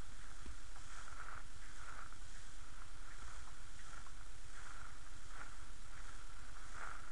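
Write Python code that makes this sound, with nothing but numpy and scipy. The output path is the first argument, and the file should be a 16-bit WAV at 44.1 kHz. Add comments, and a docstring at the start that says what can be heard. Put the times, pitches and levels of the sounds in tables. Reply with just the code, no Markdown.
"""Inline skates roll down a damp asphalt street, heard from a small camera that the skater carries.
Grit and stones strike the wheels and excite hollow resonances, which swell with a broad roar at each push.
The skates scuff by sliding friction and swish through the wet. Behind them the camera knocks in its
holder and adds its own hiss, a thin whine and a low flutter from its power supply."""
import sys
import numpy as np
from scipy import signal
from scipy.fft import rfft, irfft, next_fast_len
from scipy.io import wavfile
from scipy.ndimage import uniform_filter1d

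SR = 44100
rng = np.random.default_rng(int(sys.argv[2]) if len(sys.argv) > 2 else 0)


def dump(signal):
    """Clip the signal to [-1, 1] and save it as 16-bit WAV at the path in sys.argv[1]."""
    limited = np.clip(np.atleast_2d(signal).T, -1, 1)
    pcm = np.round(limited * 32767).astype(np.int16)
    wavfile.write(sys.argv[1], SR, pcm)


N = 313945
TIME = np.arange(N) / SR


def undb(db):
    """Decibels to amplitude ratio."""
    return 10 ** (np.asarray(db) / 20)


def level(x, db):
    """Normalisation to an rms level."""
    return x * undb(db) / np.sqrt(np.mean(x ** 2))


def colour(x, spectrum):
    """Spectral shaping: gains in dB are interpolated over log frequency."""
    hz, db = np.transpose(spectrum)
    size = 2 * next_fast_len(N)
    bin_hz = np.maximum(np.fft.rfftfreq(size, 1 / SR), 1)
    gain = undb(np.interp(np.log(bin_hz), np.log(hz), db))
    return irfft(rfft(x, size) * gain)[:N]


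def resonator(x, hz, width_hz):
    """Second-order resonance with unit gain at its centre."""
    return signal.lfilter(*signal.iirpeak(hz, hz / width_hz, fs=SR), x)


def lag(x, seconds):
    """Exponential relaxation with one time constant."""
    keep = np.exp(-1 / (seconds * SR))
    return signal.lfilter([1 - keep], [1, -keep], x)


def wander(rate_hz):
    """Random modulation: held values smoothed into ramps, rms 1."""
    steps = rng.standard_normal(4096)[(TIME * rate_hz).astype(int) % 4096]
    return level(uniform_filter1d(steps, int(SR / rate_hz)), 0)


def grains(per_s, spread_db):
    """Shot noise: independent impacts of random size and sign, rms 1."""
    hit = rng.random(N) < per_s / SR
    size = undb(spread_db * np.minimum(rng.exponential(size=N), 4))
    return level(hit * size * rng.choice([-1, 1], N), 0)


# Spectrum of the camera's hiss: frequency_hz, gain_db
HISS_SPECTRUM = [(20, 27), (60, 22.5), (110, 9.5), (165, 7.5), (280, 10), (380, 3.5), (550, 0), (1400, 3),
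                 (2700, -0.5), (4500, -2.5), (7000, -5), (10000, -3), (11000, -11)]
# Tones of the electronics, before their flicker: pitch_hz, level_db
WHINE_TONES = [(3933, -85), (4800, -92), (5600, -83), (5633, -90), (7400, -82), (9600, -92)]


def electronics(buzz_hz=100 / 3):
    """Amplitude modulation: periodic pulses put a buzz in the hiss, and the whine flickers at random."""
    buzz = 1 + 0.53 * np.exp(-(TIME * buzz_hz % 1) / 0.27)
    hiss = level(colour(rng.standard_normal(N), HISS_SPECTRUM) * buzz, -59)
    whine = sum(level(np.sin(2 * np.pi * hz * TIME), db) for hz, db in WHINE_TONES)
    flicker = undb(-0.7 + 3.4 * wander(rate_hz=56))
    return hiss + whine * flicker


def supply_flutter(frame_hz=30, write_every_s=.1155, scatter_s=.01):
    """Load regulation: the voltage climbs as the sensor rests each frame and sags as frames are stored."""
    resting = 1. * ((TIME - .0203) % (1 / frame_hz) < .0145)
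    due_s = np.arange(.083, N / SR, write_every_s)
    due_s += scatter_s * rng.standard_normal(len(due_s))
    writing = np.zeros(N)
    for end_s in np.round(due_s * frame_hz) / frame_hz - .003:  # just ahead of the nearest frame
        writing[int((end_s - .0055) * SR):int(end_s * SR)] = 1
    ripple, sag = (lag(x - x.mean(), seconds=.019) for x in (resting, writing))
    return level(ripple, -55) - level(sag, -52.5)


# Jolts of the camera body: start_s, knock_gain_db, thump_gain_db
CAMERA_JOLTS = [(0.459, -38.5, -43.5), (3.223, -46.5, -46.5), (3.351, -79, -49)]


def jolts():
    """Damped free vibration: the camera body clicks, knocks and shudders in its holder."""
    out = np.zeros(N)
    contact = level(resonator(rng.standard_normal(N), hz=1200, width_hz=2000), -17.5)
    for start_s, knock_db, thump_db in CAMERA_JOLTS:
        age = np.maximum(TIME - start_s, 0)
        modes = np.sin(2 * np.pi * 245 * age) - .5 * np.sin(2 * np.pi * 380 * age)
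        knock = modes / 2 * np.exp(-age / 0.0059)
        click = contact * (age > 0) * np.exp(-age / 0.011)
        thump = np.sin(2 * np.pi * 58 * age) * (age / 0.033) * np.exp(1 - age / 0.024)
        out += undb(knock_db) * (knock + click) + undb(thump_db) * thump
    return out


# Spectrum of the wet swish: frequency_hz, gain_db
SPRAY_SPECTRUM = [(1000, -43.5), (1500, 4), (2700, -19.5), (3270, -1), (3750, -11), (5000, -8.5),
                  (6900, -3.5), (8200, -6), (9500, -13), (11000, -28.5)]
# Swells of spray, one a stride: centre_s, half_width_s, level_db
STRIDE_SWELLS = [(.33, 0.35, -76), (0.96, 0.15, -65), (1.78, 0.19, -70), (2.417, .19, -69),
                 (3.326, 0.19, -69.5), (3.87, 0.17, -69.5), (4.633, 0.15, -68), (5.36, 0.32, -74),
                 (6.09, 0.12, -70), (6.77, 0.15, -69)]


def spray(floor_db=-69):
    """Shot noise of droplets and wet rubber peeling off the road: a hiss that swells with each stride."""
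    swell = sum(undb(db) * np.exp(-((TIME - centre_s) / half_width_s) ** 2)
                for centre_s, half_width_s, db in STRIDE_SWELLS)
    droplets = colour(grains(per_s=14000, spread_db=5.5), SPRAY_SPECTRUM)
    return level(droplets, 0) * (undb(floor_db) + swell)


# Skids, levelled before their envelope: start_s, decay_s, pitch_hz, level_db
SKATE_SCUFFS = [(0.202, 0.098, 1600, -63), (0.758, 0.026, 970, -57), (0.91, 0.084, 1610, -60),
                (1.614, 0.11, 1660, -60), (2.338, 0.1, 1700, -64.5), (2.814, .016, 1300, -56),
                (3.102, 0.051, 1750, -59), (3.472, 0.021, 1050, -55.5), (3.784, 0.031, 1750, -57),
                (4.061, 0.016, 1140, -53), (4.547, 0.081, 1550, -59.5), (5.965, 0.032, 1750, -56),
                (6.548, .025, 1270, -60)]


def scuffs(attack_s=.003, width_hz=650):
    """Sliding friction: the wheels skid briefly, bright as they land and duller as they lift off."""
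    out = np.zeros(N)
    friction = grains(per_s=5000, spread_db=-1)
    for start_s, decay_s, hz, db in SKATE_SCUFFS:
        age = np.maximum(TIME - start_s, 0)
        envelope = (1 - np.exp(-age / attack_s)) * np.exp(-(age / decay_s) ** 2)
        skid = resonator(resonator(friction, hz, width_hz), hz, width_hz)
        out += envelope * level(skid, db)
    return out


# Hollow resonances rung by grit and stones: pitch_hz, bandwidth_hz, gain_db
HOLLOW_MODES = [(816, 310, -12.5), (1240, 99, -4), (1357, 134, 7.5), (1474, 73, -14), (1920, 150, -23)]


def hollow_ring(blows, cutoff_hz):
    """Modal superposition: blows, low-passed by the soft tyres, excite parallel resonances."""
    blunted = signal.sosfilt(signal.butter(4, cutoff_hz, fs=SR, output="sos"), blows)
    return sum(undb(db) * resonator(blunted, hz, width_hz) for hz, width_hz, db in HOLLOW_MODES)


# Single stones under a wheel: start_s, peak_db
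STONE_HITS = [(0.242, -50), (0.315, -47), (0.759, -43), (1.08, -41), (1.126, -46), (1.2, -41), (1.214, -45),
              (1.285, -39), (1.327, -42), (1.377, -38.5), (1.814, -43), (1.926, -44), (1.991, -39.5),
              (2.023, -44), (2.061, -43), (2.125, -43), (3.977, -42), (4.211, -46), (6.093, -46),
              (6.568, -45), (6.836, -40), (6.863, -45), (6.873, -35), (6.914, -40.5)]


def stones(cutoff_hz=1750):
    """Impulse response: each larger stone gives one hard, hollow clack."""
    blows = np.zeros(N)
    for start_s, peak_db in STONE_HITS:
        blows[int(start_s * SR)] += undb(peak_db)
    unit_peak = np.abs(hollow_ring(signal.unit_impulse(SR), cutoff_hz)).max()
    return hollow_ring(blows, cutoff_hz) / unit_peak


# The skater leans on a skate, then unloads it: peak_s, build_s, release_s, level_db
SKATE_PUSHES = [(.995, 0.037, 0.036, -57), (1.39, 0.31, 0.035, -54.5), (1.93, 0.18, 0.13, -56.5),
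                (3.28, 0.095, 0.18, -58.5), (3.98, 0.12, 0.045, -58.5), (4.69, 0.13, 0.28, -58.7),
                (5.41, 0.075, 0.051, -51), (6.08, .08, 0.15, -62.5), (6.46, 0.13, 0.085, -63),
                (6.84, 0.11, .13, -51)]


def wheel_drive_db(glide_db):
    """Addition of powers: a glide that wanders with the road, plus a swell for every push."""
    power = undb(glide_db + 2.9 * wander(rate_hz=7)) ** 2
    for peak_s, build_s, release_s, db in SKATE_PUSHES:
        width_s = np.where(TIME < peak_s, build_s, release_s)
        swell = undb(db) * np.exp(-((TIME - peak_s) / width_s) ** 2)
        power += swell ** 2
    return 10 * np.log10(power)


# Spectrum of the wheels' broad roar: frequency_hz, gain_db
ROAR_SPECTRUM = [(100, -13.5), (250, -6.5), (500, 0), (900, 3), (1700, -0.5), (2300, -3), (2900, -19.5),
                 (5000, -39), (11000, -44)]


def wheels(glide_db=-67, roar_db_per_db=0.79):
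    """Roughness excitation: grit makes the wheels ring and roar; the roar grows more slowly with load."""
    drive_db = wheel_drive_db(glide_db)
    grit = grains(per_s=1500, spread_db=3)
    patches = undb(2 * wander(rate_hz=80))  # coarse and smooth stretches of road
    ring = level(hollow_ring(grit * patches, cutoff_hz=2400), -0.17)
    roar = level(colour(grains(per_s=3000, spread_db=2.5), ROAR_SPECTRUM), -7)
    roar_gain_db = glide_db + roar_db_per_db * (drive_db - glide_db)
    return ring * undb(drive_db) + roar * undb(roar_gain_db)


def scene():
    """Linear superposition of the skates and the camera's noises in one channel."""
    skates = wheels() + stones() + scuffs() + spray()
    return (skates + jolts() + supply_flutter() + electronics())[None]


def record(dry, cutoff_hz=10750, dc_offset=.0133):
    """Band limiting: the converter cuts the top and sits slightly off zero."""
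    lowpass = signal.ellip(8, .3, 70, cutoff_hz, fs=SR, output="sos")
    return signal.sosfilt(lowpass, dry) + dc_offset


dry = scene()
out = record(dry)
dump(out)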